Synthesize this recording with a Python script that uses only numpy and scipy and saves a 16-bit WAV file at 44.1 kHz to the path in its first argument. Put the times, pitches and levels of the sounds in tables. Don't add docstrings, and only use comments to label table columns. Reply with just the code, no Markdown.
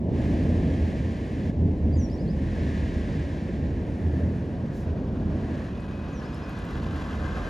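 import sys
import numpy as np
from scipy import signal
from scipy.fft import rfft, irfft
from scipy.io import wavfile
from scipy.ndimage import uniform_filter1d, map_coordinates

SR = 44100
rng = np.random.default_rng(int(sys.argv[2]) if len(sys.argv) > 2 else 0)


def wrap_up_sound(samples):
    columns = np.atleast_2d(samples).T
    tamed = np.clip(columns, -1, 1)
    steps = np.round(tamed * 32767).astype(np.int16)
    wavfile.write(sys.argv[1], SR, steps)


N = 330309
TIME = np.arange(N) / SR
BINS = np.fft.rfftfreq(N, 1 / SR)

# f/Hz, coherence, left lead/rad, left minus right/dB
FROM_AROUND = [(60, .997, .05, -.8), (300, .98, .15, -.4), (480, .95, .2, -1.6), (780, .93, .4, 1),
               (1050, .8, 1.3, 1.7), (1380, .7, 2.7, 1), (1530, .35, 4.6, 0), (1650, .78, 5.8, 2),
               (1850, .92, 5.65, 1), (2250, .98, 6.3, .4), (3200, .95, 6.85, 0), (4600, .94, 6.7, 0),
               (6000, .99, 6.3, 0), (15000, .8, 6.2, 0)]


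def gain_of(db):
    return 10 ** (np.asarray(db) / 20)


def unit_rms(x):
    return x / np.sqrt(np.mean(x ** 2) + 1e-20)


def over_time(rows):
    s, *columns = np.transpose(rows)
    return [np.interp(TIME, s, c) for c in columns]


def over_hz(rows):
    hz, *columns = np.transpose(rows)
    return [np.interp(np.log(BINS + 1), np.log(hz + 1), c) for c in columns]


def resonance_db(hz, width_hz):
    return -10 * np.log10(1 + (2 * (BINS - hz) / width_hz) ** 6)


def add(mix, s, sound):
    part = mix[round(s * SR):][:len(sound)]
    part += sound[:len(part)]


def swell(start, rise, hold, fall):
    corners = start + np.cumsum(np.abs([0, rise, hold, fall]))
    u = np.interp(TIME, corners, [0, 1, 1, 0])
    return u * u * (3 - 2 * u)


def drift(hz):
    white = rfft(rng.standard_normal(N))
    return unit_rms(irfft(white * np.exp(-(BINS / hz) ** 2) * (BINS > hz / 10), N))


def noise(db, ports=FROM_AROUND):
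    port_delay_s, spaced_above_hz = .00029, 6900
    coherence, lead, balance_db = over_hz(ports)
    coherence = np.clip(coherence, 0, 1)
    lead = lead - 2 * np.pi * port_delay_s * np.maximum(BINS - spaced_above_hz, 0)
    left, other = rfft(rng.standard_normal((2, N)))
    right = (coherence * left + np.sqrt(1 - coherence ** 2) * other) * np.exp(-1j * lead)
    pair = np.array([left * gain_of(balance_db / 2), right * gain_of(-balance_db / 2)])
    return unit_rms(irfft(pair * gain_of(db) * (BINS > 10), N))


def steadied(x, seconds, share):
    power = uniform_filter1d((x ** 2).mean(0), int(seconds * SR))
    return unit_rms(x / (abs(power) + 1e-9) ** (share / 2))


def volcano():
    # f/Hz, level/dB
    roar_spectrum = [(20, -37.5), (35, -24.5), (62, -13.5), (100, -0.5), (116, 0), (200, 0), (275, -3),
                     (335, -7), (450, -12), (620, -15.5), (800, -24.5), (1000, -29), (1350, -47),
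                     (6000, -76.5), (15000, -96)]
    billow_spectrum = [(60, -21.5), (110, -0.5), (160, 2.5), (230, 0), (300, -5), (380, -14), (600, -18.5),
                       (1000, -41), (2000, -66.5), (8000, -100)]
    # t/s, level/dB
    jet_levels = [(0, -29.5), (.2, -26), (.6, -25.7), (.85, -28.5), (1.28, -31.3), (1.5, -30.5),
                  (1.9, -29.5), (2.3, -30), (2.65, -29.5), (2.9, -30.3), (3.7, -30.7), (4.27, -29.3),
                  (4.78, -31.8), (5.05, -29.2), (5.53, -29.3), (5.68, -32.8), (6.55, -35.3), (6.8, -33.3),
                  (7.49, -34.3)]
    rumble_levels = [(0, -44), (.22, -35), (.55, -32), (.8, -39), (1.25, -40), (1.75, -36.5), (2.65, -34),
                     (3.1, -35), (3.5, -43), (3.75, -35), (4, -44), (4.6, -44), (5.25, -35.5), (5.5, -42),
                     (6.55, -42), (6.77, -35), (7, -41), (7.3, -34.5)]
    # t/s, hold/s, boom f/Hz, boom level/dB, billow level/dB
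    surges = [(0.02, 0.08, 88, -32, -27.5), (0.24, 0.2, 83, -27.5, -30), (0.55, 0.05, 77, -31, -28.5),
              (0.71, 0.07, 80, -24, -35), (0.92, .06, 79, -30.5, -33), (1.32, 0.07, 83, -31, -29.5),
              (1.55, 0.055, 84, -23.7, -24.8), (1.77, .14, 79, -23, -29), (2.14, .05, 86, -37, -29.5),
              (2.32, 0.03, 80, -29.5, -34.5), (2.53, 0.06, 76, -30, -32), (2.73, 0.15, 78, -28.7, -35.5),
              (3.03, .1, 80, -35, -34.5), (3.43, 0.26, 77, -31.2, -35.5), (3.99, 0.23, 83, -27.5, -32),
              (4.54, .08, 82, -40, -37), (4.83, 0.05, 80, -30.2, -35), (5.14, 0.1, 79, -38, -33.3),
              (6.7, 0.15, 79, -33.3, -38), (7.08, 0.2, 77, -33.8, -38.5)]
    waver_hz = 4 * drift(hz=14)
    throb = unit_rms(gain_of(1.7 * drift(hz=14)))
    booms, billow_gain = 0, 0
    for s, hold, hz, boom_db, billow_db in surges:
        surge = swell(s, rise=.08, hold=hold, fall=.1)
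        billow_gain = np.hypot(billow_gain, surge * gain_of(billow_db))
        cycles = np.cumsum(hz + waver_hz) / SR + rng.random()
        booms += unit_rms(np.sin(2 * np.pi * cycles)) * throb * surge * gain_of(boom_db)
    booms = booms * gain_of([[-.45], [.45]])
    roar = steadied(noise(*over_hz(roar_spectrum)), seconds=.065, share=.45)
    billow = steadied(noise(*over_hz(billow_spectrum)), seconds=.05, share=.7)
    drone = steadied(noise(resonance_db(hz=79.5, width_hz=20)), seconds=.1, share=.8)
    rumble = steadied(noise(resonance_db(hz=52, width_hz=17)), seconds=.15, share=1)
    jet = (roar + drone * gain_of(-5)) * gain_of(*over_time(jet_levels))
    return jet + billow * billow_gain + booms + rumble * gain_of(*over_time(rumble_levels))


def leaves():
    # f/Hz, level/dB
    hiss_spectrum = [(600, -22), (1000, -2.5), (1350, -6), (1700, -1), (2100, -2.5), (2600, -6),
                     (3500, -11), (5000, -16), (7000, -21), (8500, -24.5), (11000, -33), (15000, -45)]
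    sizzle_spectrum = [(4000, -20.5), (5500, -2), (7500, 0.5), (9800, 2.5), (12000, -7.5), (14000, -5),
                       (15000, -12)]
    # start/s, end/s, rise/s, fall/s, hiss/dB, hollow note/dB, sizzle/dB
    gusts = [(.04, 1.535, .2, .05, -47.6, -54.3, -70.5), (.65, 1.3, .15, .4, -57, -56, -85),
             (1.4, 2.1, .12, .3, -61.5, -70, -90), (1.65, 1.87, .07, .1, -68, -72, -78),
             (1.62, 2.8, .45, .4, -57.5, -64, -74), (2.17, 4.3, .5, 1.2, -47.3, -52, -78),
             (2.56, 2.95, .14, .2, -57, -52, -85), (3.4, 5.2, .6, .9, -56, -57.5, -74),
             (4.03, 4.35, .12, .17, -61, -54.5, -79), (4.6, 5.1, .15, .25, -63, -60, -85),
             (5.1, 5.76, .47, .09, -53, -54.5, -75)]
    sag_db_per_s = 2.5
    hiss_gain, note_gain, sizzle_gain = gain_of(-61), gain_of(-69), 0
    for s, end, rise, fall, hiss_db, note_db, sizzle_db in gusts:
        sag = gain_of(-sag_db_per_s * np.maximum(TIME - s - rise, 0))
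        gust = swell(s, rise, end - s - rise - fall, fall) * sag
        hiss_gain = np.hypot(hiss_gain, gust * gain_of(hiss_db))
        note_gain = np.hypot(note_gain, gust * gain_of(note_db))
        sizzle_gain = np.hypot(sizzle_gain, gust ** 2 * gain_of(sizzle_db))
    hiss = noise(*over_hz(hiss_spectrum)) * hiss_gain
    note = noise(resonance_db(hz=1770, width_hz=340)) * note_gain
    sizzle = noise(*over_hz(sizzle_spectrum)) * sizzle_gain
    flutter = gain_of(.5 * drift(hz=38.8))
    return (hiss + note + sizzle) * flutter


def whistle(hz, db):
    waver = unit_rms(uniform_filter1d(rng.standard_normal(len(hz)), SR // 250))
    phase = 2 * np.pi * np.cumsum(hz * (1 + .005 * waver)) / SR
    return gain_of(db) * unit_rms(np.sin(phase) * signal.windows.tukey(len(hz), .2))


def bird():
    # t/s, length/s, relative level/dB
    falls = [(1.954, .112, -51.5), (6.115, .09, -58.8)]
    # t/s, length/s, start f/Hz, end f/Hz, relative level/dB
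    rises = [(1.921, .04, 4600, 4850, -57.3), (2.098, .04, 4500, 5330, -57),
             (2.137, .02, 5400, 5650, -57.5), (2.18, .046, 4300, 5220, -59.5),
             (2.274, .046, 4150, 5200, -57.5), (6.227, .046, 4200, 5420, -59.5),
             (6.326, .036, 4700, 5420, -60), (6.422, .03, 4800, 5320, -60.5)]
    knee, swell_db = .43, 13
    song = np.zeros(N)
    for s, length, db in falls:
        progress = np.linspace(0, 1, int(length * SR))
        hz = np.interp(progress, [0, knee, 1], [7600, 5920, 5450])
        add(song, s, whistle(hz, db - swell_db * np.maximum(1 - progress / knee, 0)))
    for s, length, start_hz, end_hz, db in rises:
        to_go = np.linspace(1, 0, int(length * SR)) ** 1.4
        add(song, s, whistle(end_hz + (start_hz - end_hz) * to_go, db))
    song *= gain_of(2.2 * drift(hz=120))
    wall_echo = gain_of(-13.5) * np.roll(song, round(.029 * SR))
    return (song + wall_echo) * gain_of(-2.6) + gain_of(-9.5) * hillside(song, t60=.3)


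def hillside(x, t60):
    echoes_per_s, first_echo_s = 2000, .008
    t = TIME[:SR // 2]
    echoes = rng.standard_normal((2, len(t))) * (rng.random((2, len(t))) < echoes_per_s / SR)
    echoes *= gain_of(-60 * t / t60) * (t > first_echo_s)
    return signal.fftconvolve(x[None], echoes / np.linalg.norm(echoes[0]), axes=1)[:, :N]


def gliding(x, rise_per_s):
    position = np.cumsum(1 - rise_per_s * (TIME[-1] - TIME))
    return np.array([map_coordinates(side, [position], order=3) for side in x])


def vehicle():
    # t/s, tyre level/dB, clatter level/dB
    approach = [(0, -70.5, -85.5), (4.4, -53.5, -90.5), (5.2, -49, -81), (5.8, -48, -59), (6.3, -44, -63),
                (6.7, -42.5, -54.5), (7.1, -40.5, -55.5), (7.35, -39.5, -60), (7.49, -38.5, -70)]
    # f/Hz, level/dB
    tyre_spectrum = [(250, -13), (450, 0.5), (750, 0), (880, -4.5), (1060, 1), (1400, -5.5), (1550, -3.5),
                     (1790, -1.5), (1875, -15.5), (2050, -6.5), (2260, -20), (2450, -12.5), (3300, -16.5),
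                     (7000, -28), (15000, -44.5)]
    clatter_spectrum = [(500, -15), (1550, 4), (1900, -2.5), (2250, -5.5), (3100, 0), (4500, -10.5),
                        (7000, -21.5), (9000, -22.5), (15000, -30)]
    # f/Hz, coherence, left lead/rad, left minus right/dB
    from_road = [(300, 1, 1, 0), (990, 1, 0.32, -1.5), (1360, 0.67, 0.49, 1), (1700, 0.21, 0.94, 3.5),
                 (2000, 0.67, -0.47, 2.5), (3280, 0.97, 0.72, -1), (6000, 1, 0.0088, 0)]
    firing_hz, ring_end_db, ring_growth_db_per_s = 45, -45, 15
    tyres_db, clatter_db = over_time(approach)
    tyres = unit_rms(gliding(noise(*over_hz(tyre_spectrum), from_road), rise_per_s=.028))
    tyres *= gain_of(tyres_db + .98 * drift(hz=25))
    puffs = unit_rms(gain_of(13 * np.cos(2 * np.pi * firing_hz * TIME) + 1.5 * drift(hz=30)))
    ring = noise(resonance_db(hz=1585, width_hz=80), from_road)
    ring *= gain_of(ring_end_db - ring_growth_db_per_s * (TIME[-1] - TIME))
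    clatter = noise(*over_hz(clatter_spectrum), from_road) * puffs * gain_of(clatter_db)
    return tyres + clatter + ring


def handling():
    # t/s, dull tap level/dB, bright snap level/dB
    ticks = [(5.8067, -53, -70), (6.3455, -48, -47.5), (6.4956, -47, -47), (6.5907, -48.5, -55),
             (6.6522, -51, -48), (6.7087, -50, -49.5), (6.8318, -53.5, -64), (6.942, -56, -51.5),
             (6.9616, -56, -50.5), (7.0712, -55, -59)]
    # f/Hz, level/dB
    tap_spectrum = [(2000, -12), (6500, 1), (10000, 0), (12000, -18), (15000, -24)]
    snap_spectrum = [(6000, -30), (10000, -12), (12500, -5), (15000, 5)]
    swish_spectrum = [(1500, -11), (4000, 2), (7000, 1), (10000, -5), (15000, -7)]
    tick_t60_s, grit_t60_s = .005, .1
    tap_gain, snap_gain, t = np.zeros(N), np.zeros(N), TIME[:SR // 10]
    for s, tap_db, snap_db in ticks:
        grains = np.repeat(rng.exponential(1, len(t)), SR // 1000)[:len(t)]
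        grit = gain_of(-21 - 60 * t / grit_t60_s) * grains
        touch = np.hypot(gain_of(-60 * t / tick_t60_s), grit)
        add(tap_gain, s, gain_of(tap_db) * touch)
        add(snap_gain, s, gain_of(snap_db) * touch)
    taps = noise(*over_hz(tap_spectrum)) * tap_gain
    snaps = noise(*over_hz(snap_spectrum)) * snap_gain
    stroke = gain_of(-60.3) * swell(start=4.69, rise=.09, hold=.01, fall=.1)
    return taps + snaps + noise(*over_hz(swish_spectrum)) * stroke


def brake():
    # t/s, hold/s, level/dB
    squeals = [(5.46, .04, -67), (5.63, .03, -68), (5.74, .07, -60.5), (5.89, .19, -59.7),
               (6.21, .04, -61.5), (6.36, .11, -59.7), (6.56, .06, -64)]
    squeal_hz, sag_hz_per_s2 = 2530, 21
    hz = squeal_hz - sag_hz_per_s2 * (TIME - squeals[0][0]) ** 2
    hz *= 1 + .0012 * drift(hz=59.6)
    tone = unit_rms(np.sin(2 * np.pi * np.cumsum(hz) / SR))
    grip = sum(gain_of(db) * swell(s, rise=.06, hold=hold, fall=.09) for s, hold, db in squeals)
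    return tone * grip * gain_of(1.8 * drift(hz=31))


def scene():
    return volcano() + leaves() + bird() + vehicle() + handling() + brake()


def record(dry):
    lowpass = signal.firwin(511, 15300, window=("kaiser", 9), fs=SR)
    return signal.oaconvolve(dry, lowpass[None], "same")


dry = scene()
out = record(dry)
wrap_up_sound(out)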